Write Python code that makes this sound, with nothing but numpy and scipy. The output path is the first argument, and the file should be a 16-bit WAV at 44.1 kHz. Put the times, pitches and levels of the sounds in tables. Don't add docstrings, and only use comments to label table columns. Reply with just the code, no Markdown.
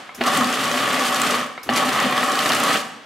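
import sys
import numpy as np
from scipy import signal
from scipy.io import wavfile

SR = 44100
rng = np.random.default_rng(int(sys.argv[2]) if len(sys.argv) > 2 else 0)


def to_wav(s):
    ch = np.atleast_2d(s).T
    pcm = np.round(np.clip(ch, -1, 1) * 32767)
    wavfile.write(sys.argv[1], SR, pcm.astype(np.int16))


def convert_level_to_amplitude(level_db):
    exponent = np.asarray(level_db, float) / 20
    return 10 ** exponent


N = 134505
LEAD = 26460
TOTAL = N + LEAD
TIME = (np.arange(TOTAL) - LEAD) / SR
EVENT = 6000
EVENT_TIME = np.arange(EVENT) / SR
BASE_TOP_HZ = 400
SPIN_UP_S = 0.01
SIDE_SHARE = 0.42

# frequency in Hz, relative level in dB per Hz.
AIR_SPECTRUM = [(18, -78), (30, -54), (92, -17), (837, -3), (2430, -10), (3230, -11), (15000, -41)]
# frequency in Hz, time to fall 60 dB in seconds.
ROOM_DECAY = [(150, 0.88), (1000, 0.8), (4000, 0.88), (12000, 0.4)]
# frequency in Hz, gain in dB.
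ROOM_COLOUR = [(100, -1), (600, -0.5), (1500, -0.5), (4000, -4), (9000, 2), (14000, -10)]
# frequency in Hz, gain in dB.
COUNTER_COLOUR = [(100, -15), (800, -9), (2000, -1.5), (5000, 0), (10000, 0), (12500, -5), (14500, -9)]
# start in seconds, peak level in dB.
BUTTON_CLICKS = [(0.091, -21.5), (1.577, -20)]
# middle frequency in Hz, relative level in dB, time to fall 60 dB in seconds.
BUTTON_MODES = [(734, -7, 0.028), (1020, -3, 0.026), (1300, -7, 0.064), (1550, -11, .025),
                (2100, -3.5, 0.04), (2180, -17.5, 0.39), (2320, -20, 0.31)]
# start in seconds, peak level in dB before the trims in switch_contact().
SWITCH_FIZZES = [(0.146, -29.5), (1.6302, -26.5)]
# frequency in Hz, relative level in dB per Hz.
FIZZ_SPECTRUM = [(2060, -18), (3500, -21), (4560, -22), (5240, -25), (5800, -16), (6740, -18), (7550, -22),
                 (11600, -19), (15800, -32)]
# middle frequency in Hz, relative level in dB, time to fall 60 dB in seconds.
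SPRING_MODES = [(5250, 5, 0.02), (7000, -12, .03), (11900, -7, .04), (13100, -9, .03)]
# start in seconds, peak level in dB, extra weight of the low base tone in dB.
DRIVE_THUNKS = [(.209, -12, 12.5), (0.2172, -16, 5), (1.690, -5.5, -1.5)]
# middle frequency in Hz, relative level in dB, time to fall 60 dB in seconds.
BASE_MODES = [(360, -13, 0.065), (717, 2, 0.031), (770, -6, 0.081), (1280, -11, 0.034), (1750, -6, 0.021),
              (1920, -10.5, 0.031), (2820, -8, 0.027), (3035, -13, 0.043), (4330, -6, 0.017)]
# start in seconds, peak level in dB before a trim, centre frequency in Hz.
WALL_TICKS = [(0.238, -12, 2700), (0.268, -11, 7750), (0.275, -12, 5040), (0.3356, -16, 5770),
              (0.374, -10.5, 7450), (0.4105, -7, 1880), (0.4443, -8, 4350), (0.5267, -12, 5720),
              (0.553, -20, 5480), (0.655, -12, 5570), (0.7147, -16, 5800), (0.824, -21, 5460),
              (0.8599, -22, 6000), (0.9293, -13, 7000), (0.9951, -15, 5640), (1.0386, -13.5, 5760),
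              (1.054, -15, 11900), (1.0593, -16, 5400), (1.061, -10, 2000), (1.074, -16, 7780),
              (1.1455, -9.5, 6460), (1.1817, -27, 6110), (1.217, -5.5, 7400), (1.31, -12, 5460),
              (1.414, -18, 6000), (1.736, -15, 6030), (1.761, -8, 5610), (1.932, -17, 5310),
              (2.0013, -10, 5500), (2.168, -16, 5340), (2.1782, -8.5, 3320), (2.3188, -16, 6300),
              (2.354, -11, 5000), (2.3902, -13, 8040), (2.3911, -6, 3400), (2.459, -11, 2100),
              (2.492, -11, 4800), (2.5196, -3.5, 2970), (2.5486, -8.5, 7600), (2.601, -13, 8100),
              (2.6372, -9, 7530), (2.7284, -9, 3400), (2.771, -13, 5080)]
# start in seconds, peak level in dB before a trim.
BOWL_KNOCKS = [(0.26, -11), (0.398, -13), (1.103, -21), (1.725, -11), (1.809, -21), (1.936, -10),
               (1.99, -5), (2.038, -5), (2.123, -5), (2.176, -5.5), (2.229, -1), (2.327, -8.5),
               (2.459, -4.5), (2.501, -0.5), (2.688, -7), (2.752, -6)]
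# middle frequency in Hz, width in Hz, relative level in dB.
BOWL_MODES = [(118.8, 8.9, -13.5), (146, 45, -13), (200.3, 19.5, -7.5), (247.2, 17.4, 1), (298, 31, -8.5),
              (455.6, 31, -10.5), (585.2, 23, -5), (757, 24, -2), (1135, 61, -1), (1250, 65, -1),
              (1293, 59, -1), (1361, 66, -9.5), (1738, 72, -12.5), (1928, 82, -11), (2868, 67, -18)]
# frequency in Hz, relative level in dB per Hz.
SLAP_SPECTRUM = [(60, -45.5), (105, -17), (130, -13), (250, -6.5), (400, -8.5), (700, -5.5), (950, -8),
                 (1500, -3.5), (2200, -7), (3300, -9), (4500, -17.5), (6500, -41.5)]
# frequency in Hz, relative level in dB per Hz.
SPATTER_SPECTRUM = [(1470, -29.5), (2500, -13), (2920, 1), (3790, -6), (4560, -3), (5010, -5), (8390, -8),
                    (14300, -16.5), (15800, -47)]
# frequency in Hz, relative level in dB per Hz.
COUNTER_SHAKE = [(15, -6), (40, -9), (90, 7), (130, -30), (300, -90)]
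# time in seconds, then levels in dB of the bowl ring,
# the treble spatter, the base rumble and the slapping food (ring and rumble are trimmed in churning()).
PULSES = [
    [(0.215, -42, -37, -40, -19.5), (0.225, -27.5, -41, -42, -30), (0.271, -15.5, -28, -31, -26.5),
     (0.311, -22, -31, -34, -24), (0.375, -19.5, -28.5, -23.5, -23.5), (0.425, -18, -34, -25, -28.5),
     (0.489, -27, -31.5, -32.5, -26.5), (1.015, -21.5, -31, -29, -23.5), (1.079, -27.5, -27, -33, -26.5),
     (1.101, -22, -31.5, -29.5, -27), (1.141, -20.5, -31.5, -42, -26.5), (1.155, -25.5, -31, -32.5, -25),
     (1.333, -21, -30, -28.5, -23), (1.437, -28.5, -40.5, -33.5, -30.5), (1.5, -40, -52, -46, -45)],
    [(1.7, -30, -34, -26, -25), (1.712, -20.5, -44, -23.5, -33), (1.77, -24.5, -27, -33, -20),
     (1.84, -16, -32.5, -31, -25.5), (1.856, -23.5, -32, -23, -26.5), (2.026, -20.5, -31.5, -35, -22.5),
     (2.058, -25.5, -33, -21.5, -24), (2.116, -23, -35.5, -36.5, -26.5), (2.224, -24.5, -30.5, -32, -24),
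     (2.24, -23, -28.5, -31, -32), (2.266, -21, -33, -30.5, -27.5), (2.558, -24, -27.5, -32, -21.5),
     (2.58, -20, -29, -25.5, -25), (2.756, -21, -27.5, -35.5, -21), (2.85, -42, -45.5, -41, -44)],
]
# time in seconds, then the same four levels in dB.
EARLIER_PULSE = [(-0.22, -18.5, -25.5, -29.5, -19.5)]


def evened(x):
    return x / np.sqrt(np.mean(x ** 2) + 1e-20)


def peak(x, db):
    return convert_level_to_amplitude(db) * x / np.abs(x).max()


def noise():
    return rng.standard_normal(TOTAL)


def slow(rate_hz):
    return evened(signal.sosfilt(signal.butter(2, rate_hz, fs=SR, output="sos"), noise()))


def read(points, hz):
    f, value = np.transpose(points)
    return np.interp(np.log(hz + 1), np.log(f + 1), value)


def colour(x, points):
    hz = np.abs(np.fft.fftfreq(4096, 1 / SR))
    log_gain = np.log(convert_level_to_amplitude(np.maximum(read(points, hz), -100)))
    phase = -np.imag(signal.hilbert(log_gain))
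    taps = np.fft.ifft(np.exp(log_gain + 1j * phase)).real[:2048]
    return signal.oaconvolve(x, taps)[:len(x)]


def resonate(x, hz, width):
    spin = np.exp(2j * np.pi * np.cumsum(hz * np.ones(len(x))) / SR)
    r = np.exp(-np.pi * width / SR)
    return 2 * (spin * signal.lfilter([1 - r], [1, -r], x / spin)).real


def add(mix, s, sound):
    part = mix[round(s * SR) + LEAD:][:len(sound)]
    part += sound[:len(part)]


def burst(t60, rise_s=0.00023):
    return np.minimum(EVENT_TIME / rise_s, 1) * convert_level_to_amplitude(-60 * EVENT_TIME / t60) * rng.standard_normal(EVENT)


def strike(modes, crack):
    ring = np.zeros(EVENT)
    for hz, db, t60 in modes:
        detune, phase = rng.uniform(-1.2, 1, 2)
        tone = np.sin(2 * np.pi * (hz * (1 + 0.016 * detune) * EVENT_TIME + phase))
        ring += convert_level_to_amplitude(db - 60 * EVENT_TIME / t60) * tone
    rise = np.minimum(EVENT_TIME / 0.0019, 1)
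    return rise * peak(ring, 0) + crack * peak(colour(burst(0.046), SLAP_SPECTRUM), 0)


def kitchen_air():
    mid, side = (evened(colour(noise(), AIR_SPECTRUM)) for _ in range(2))
    return convert_level_to_amplitude(-46.5) * np.array([mid + SIDE_SHARE * side, mid - SIDE_SHARE * side])


def kitchen_echo(x):
    room_db, counter_db, counter_t60 = -9.5, -9, 0.11
    taps = np.zeros((3, SR))
    at = np.arange(40, SR - 20, 20) + rng.integers(0, 20, (3, 2202))
    np.put_along_axis(taps, at, rng.choice([-1., 1.], at.shape), 1)

    hz, t, z = signal.stft(taps[:2], SR, nperseg=256)
    decay = convert_level_to_amplitude(-60 * t / read(ROOM_DECAY, hz)[:, None])
    mid, side = signal.istft(z * decay, SR, nperseg=256)[1]
    tail = np.array([mid + SIDE_SHARE * side, mid - SIDE_SHARE * side]) / np.linalg.norm(mid)
    far = signal.fftconvolve(colour(x, ROOM_COLOUR)[None], tail, axes=1)[:, :TOTAL]

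    near_taps = taps[2, :EVENT] * convert_level_to_amplitude(-60 * EVENT_TIME / counter_t60)
    near_taps = near_taps / np.linalg.norm(near_taps)
    near = signal.oaconvolve(colour(x, COUNTER_COLOUR), near_taps)[:TOTAL]
    return convert_level_to_amplitude(room_db) * far + convert_level_to_amplitude(counter_db) * np.array([near, -near])


def button_clicks():
    out = np.zeros(TOTAL)
    for s, db in BUTTON_CLICKS:
        add(out, s, peak(strike(BUTTON_MODES, crack=0.35), db))
    return out


def switch_contact():
    fizz_trim_db, spring_trim_db = 0.5, -2.5
    out = np.zeros(TOTAL)
    for s, db in SWITCH_FIZZES:
        fizz = colour(burst(t60=0.17, rise_s=0.0027), FIZZ_SPECTRUM)
        add(out, s, peak(fizz, db + fizz_trim_db))
        add(out, s, peak(strike(SPRING_MODES, crack=0), db + spring_trim_db))
    return out


def motor_groan():
    strain_s, rise_s, level_db = 0.033, 0.014, -35
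    out = np.zeros(TOTAL)
    for rows in PULSES:
        low, broad = rng.standard_normal((2, EVENT))
        low = evened(resonate(low, hz=254, width=120))
        groan = evened(low + 0.49 * evened(colour(broad, SLAP_SPECTRUM)))
        shape = np.minimum(EVENT_TIME / rise_s, 1) * (EVENT_TIME < 1.3 * strain_s)
        add(out, rows[0][0] - strain_s - SPIN_UP_S, convert_level_to_amplitude(level_db) * groan * shape)
    return out


def drive_thunks():
    out = np.zeros(TOTAL)
    for s, db, low_db in DRIVE_THUNKS:
        modes = [(hz, level + low_db * (hz < BASE_TOP_HZ), t60) for hz, level, t60 in BASE_MODES]
        add(out, s, peak(strike(modes, crack=0.18), db))
    return out


def start_hum():
    hum_hz, hum_db, hum_t60 = 243.1, -18.5, 0.51
    out = np.zeros(TOTAL)
    for rows in PULSES:
        t = TIME - rows[0][0] + SPIN_UP_S
        rise = np.clip(t / SPIN_UP_S, 0, 1)
        fade = convert_level_to_amplitude(hum_db - 60 * np.maximum(t, 0) / hum_t60)
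        out += rise * fade * np.sin(2 * np.pi * hum_hz * t)
    return out


def bowl(x, low=None):
    shift_share, shift_rate_hz = 0.016, 8.3
    out = np.zeros(len(x))
    for k, (hz, width, db) in enumerate(BOWL_MODES):
        if low in (None, hz < BASE_TOP_HZ):
            drift = slow(shift_rate_hz) if low is False else rng.standard_normal()
            centre = hz * (1 + shift_share * drift * (hz > BASE_TOP_HZ))
            out += (-1) ** k * convert_level_to_amplitude(db) * resonate(x, centre, width)
    return out


TICK_T60 = 0.011


def wall_ticks():
    trim_db, sharpness, snap_hz, snap_share = -2.5, 3.8, 3450, 0.48
    out = np.zeros(TOTAL)
    for s, db, hz in WALL_TICKS:
        puff = burst(TICK_T60)
        ring = resonate(resonate(puff, hz, hz / sharpness), hz, hz)
        snap = resonate(puff, snap_hz, snap_hz)
        add(out, s, peak(evened(ring) + snap_share * evened(snap), db + trim_db))
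    return out


def bowl_knocks():
    trim_db = -7
    out = np.zeros(TOTAL)
    for s, db in BOWL_KNOCKS:
        puff = burst(t60=0.029, rise_s=0.0013)
        add(out, s, peak(evened(bowl(puff)) + 0.72 * evened(colour(puff, SLAP_SPECTRUM)), db + trim_db))
    return out


def grit():
    hits_per_s, spread_db, sharpness = 22, 2.5, 4.4
    out = np.zeros(TOTAL)
    decay = convert_level_to_amplitude(-60 * EVENT_TIME / TICK_T60)
    for hz in np.geomspace(2420, 11500, 8):
        size = convert_level_to_amplitude(spread_db * np.minimum(rng.exponential(1, TOTAL), 4))
        hits = size * (rng.random(TOTAL) < hits_per_s / SR)
        puffs = signal.oaconvolve(hits, decay)[:TOTAL] * noise()
        out += resonate(puffs, hz, hz / sharpness) / np.sqrt(hz)
    return evened(out)


def effort(column):
    coast_db_per_s = 129
    out = np.zeros(TOTAL)
    for k, rows in enumerate([EARLIER_PULSE] + PULSES):
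        rows = np.array(rows)
        db = np.interp(TIME, rows[:, 0], rows[:, column])
        db = db - coast_db_per_s * np.maximum(TIME - rows[-1, 0], 0)
        start = np.clip((TIME - rows[0, 0]) / SPIN_UP_S + 1, 0, 1) if k else 1
        out = np.maximum(out, convert_level_to_amplitude(db) * start)
    return out


def impacts(per_s, spread_db, lumpy_db, turn, lump):
    turn_depth_db, blade_depth_db = 0.79, 0.92
    size = convert_level_to_amplitude(spread_db * np.minimum(rng.exponential(1, TOTAL), 3.5)) * noise()
    hits = size * (rng.random(TOTAL) < per_s / SR)
    swell_db = turn_depth_db * np.cos(turn) + blade_depth_db * np.cos(2 * turn) + lumpy_db * lump
    return hits * convert_level_to_amplitude(swell_db)


def churning():
    shaft_hz, shaft_wander = 28, 0.064
    ring_db, rumble_db, hum_hz, hum_db, shake_db, grit_db = -2, -1.5, 125, -16.5, -34, -10
    turn = 2 * np.pi * np.cumsum(shaft_hz * (1 + shaft_wander * slow(5.7))) / SR
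    lump = slow(32)
    wall, mush = (impacts(7000, 2, 0.28, turn, lump) for _ in range(2))
    specks = impacts(15000, 1, 1.5, turn, slow(27))

    ring = convert_level_to_amplitude(ring_db) * evened(bowl(wall, low=False))
    slaps = evened(colour(mush, SLAP_SPECTRUM))
    spatter = evened(colour(specks, SPATTER_SPECTRUM)) + convert_level_to_amplitude(grit_db) * grit()
    base = convert_level_to_amplitude(rumble_db) * evened(bowl(noise(), low=True))
    base += convert_level_to_amplitude(hum_db) * np.sin(2 * np.pi * hum_hz * TIME)
    base += convert_level_to_amplitude(shake_db) * evened(colour(noise(), COUNTER_SHAKE))
    return ring * effort(1) + spatter * effort(2) + base * effort(3) + slaps * effort(4)


def scene():
    machine = button_clicks() + switch_contact() + motor_groan() + drive_thunks() + start_hum()
    machine = machine + wall_ticks() + bowl_knocks() + churning()
    direct = machine * convert_level_to_amplitude(np.array([[0.15], [-0.15]]))
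    return (direct + kitchen_echo(machine) + kitchen_air())[:, LEAD:]


def roll_off(x):
    return signal.sosfilt(signal.butter(12, 15950, fs=SR, output="sos"), x)


def record(dry):
    thin = signal.sosfilt(signal.butter(1, 93, "high", fs=SR, output="sos"), dry)
    low_pass = signal.firwin(511, 15950, window=("kaiser", 9), fs=SR)
    mix = signal.oaconvolve(thin, low_pass[None], "same")
    return roll_off(mix)


dry = scene()
out = record(dry)
to_wav(out)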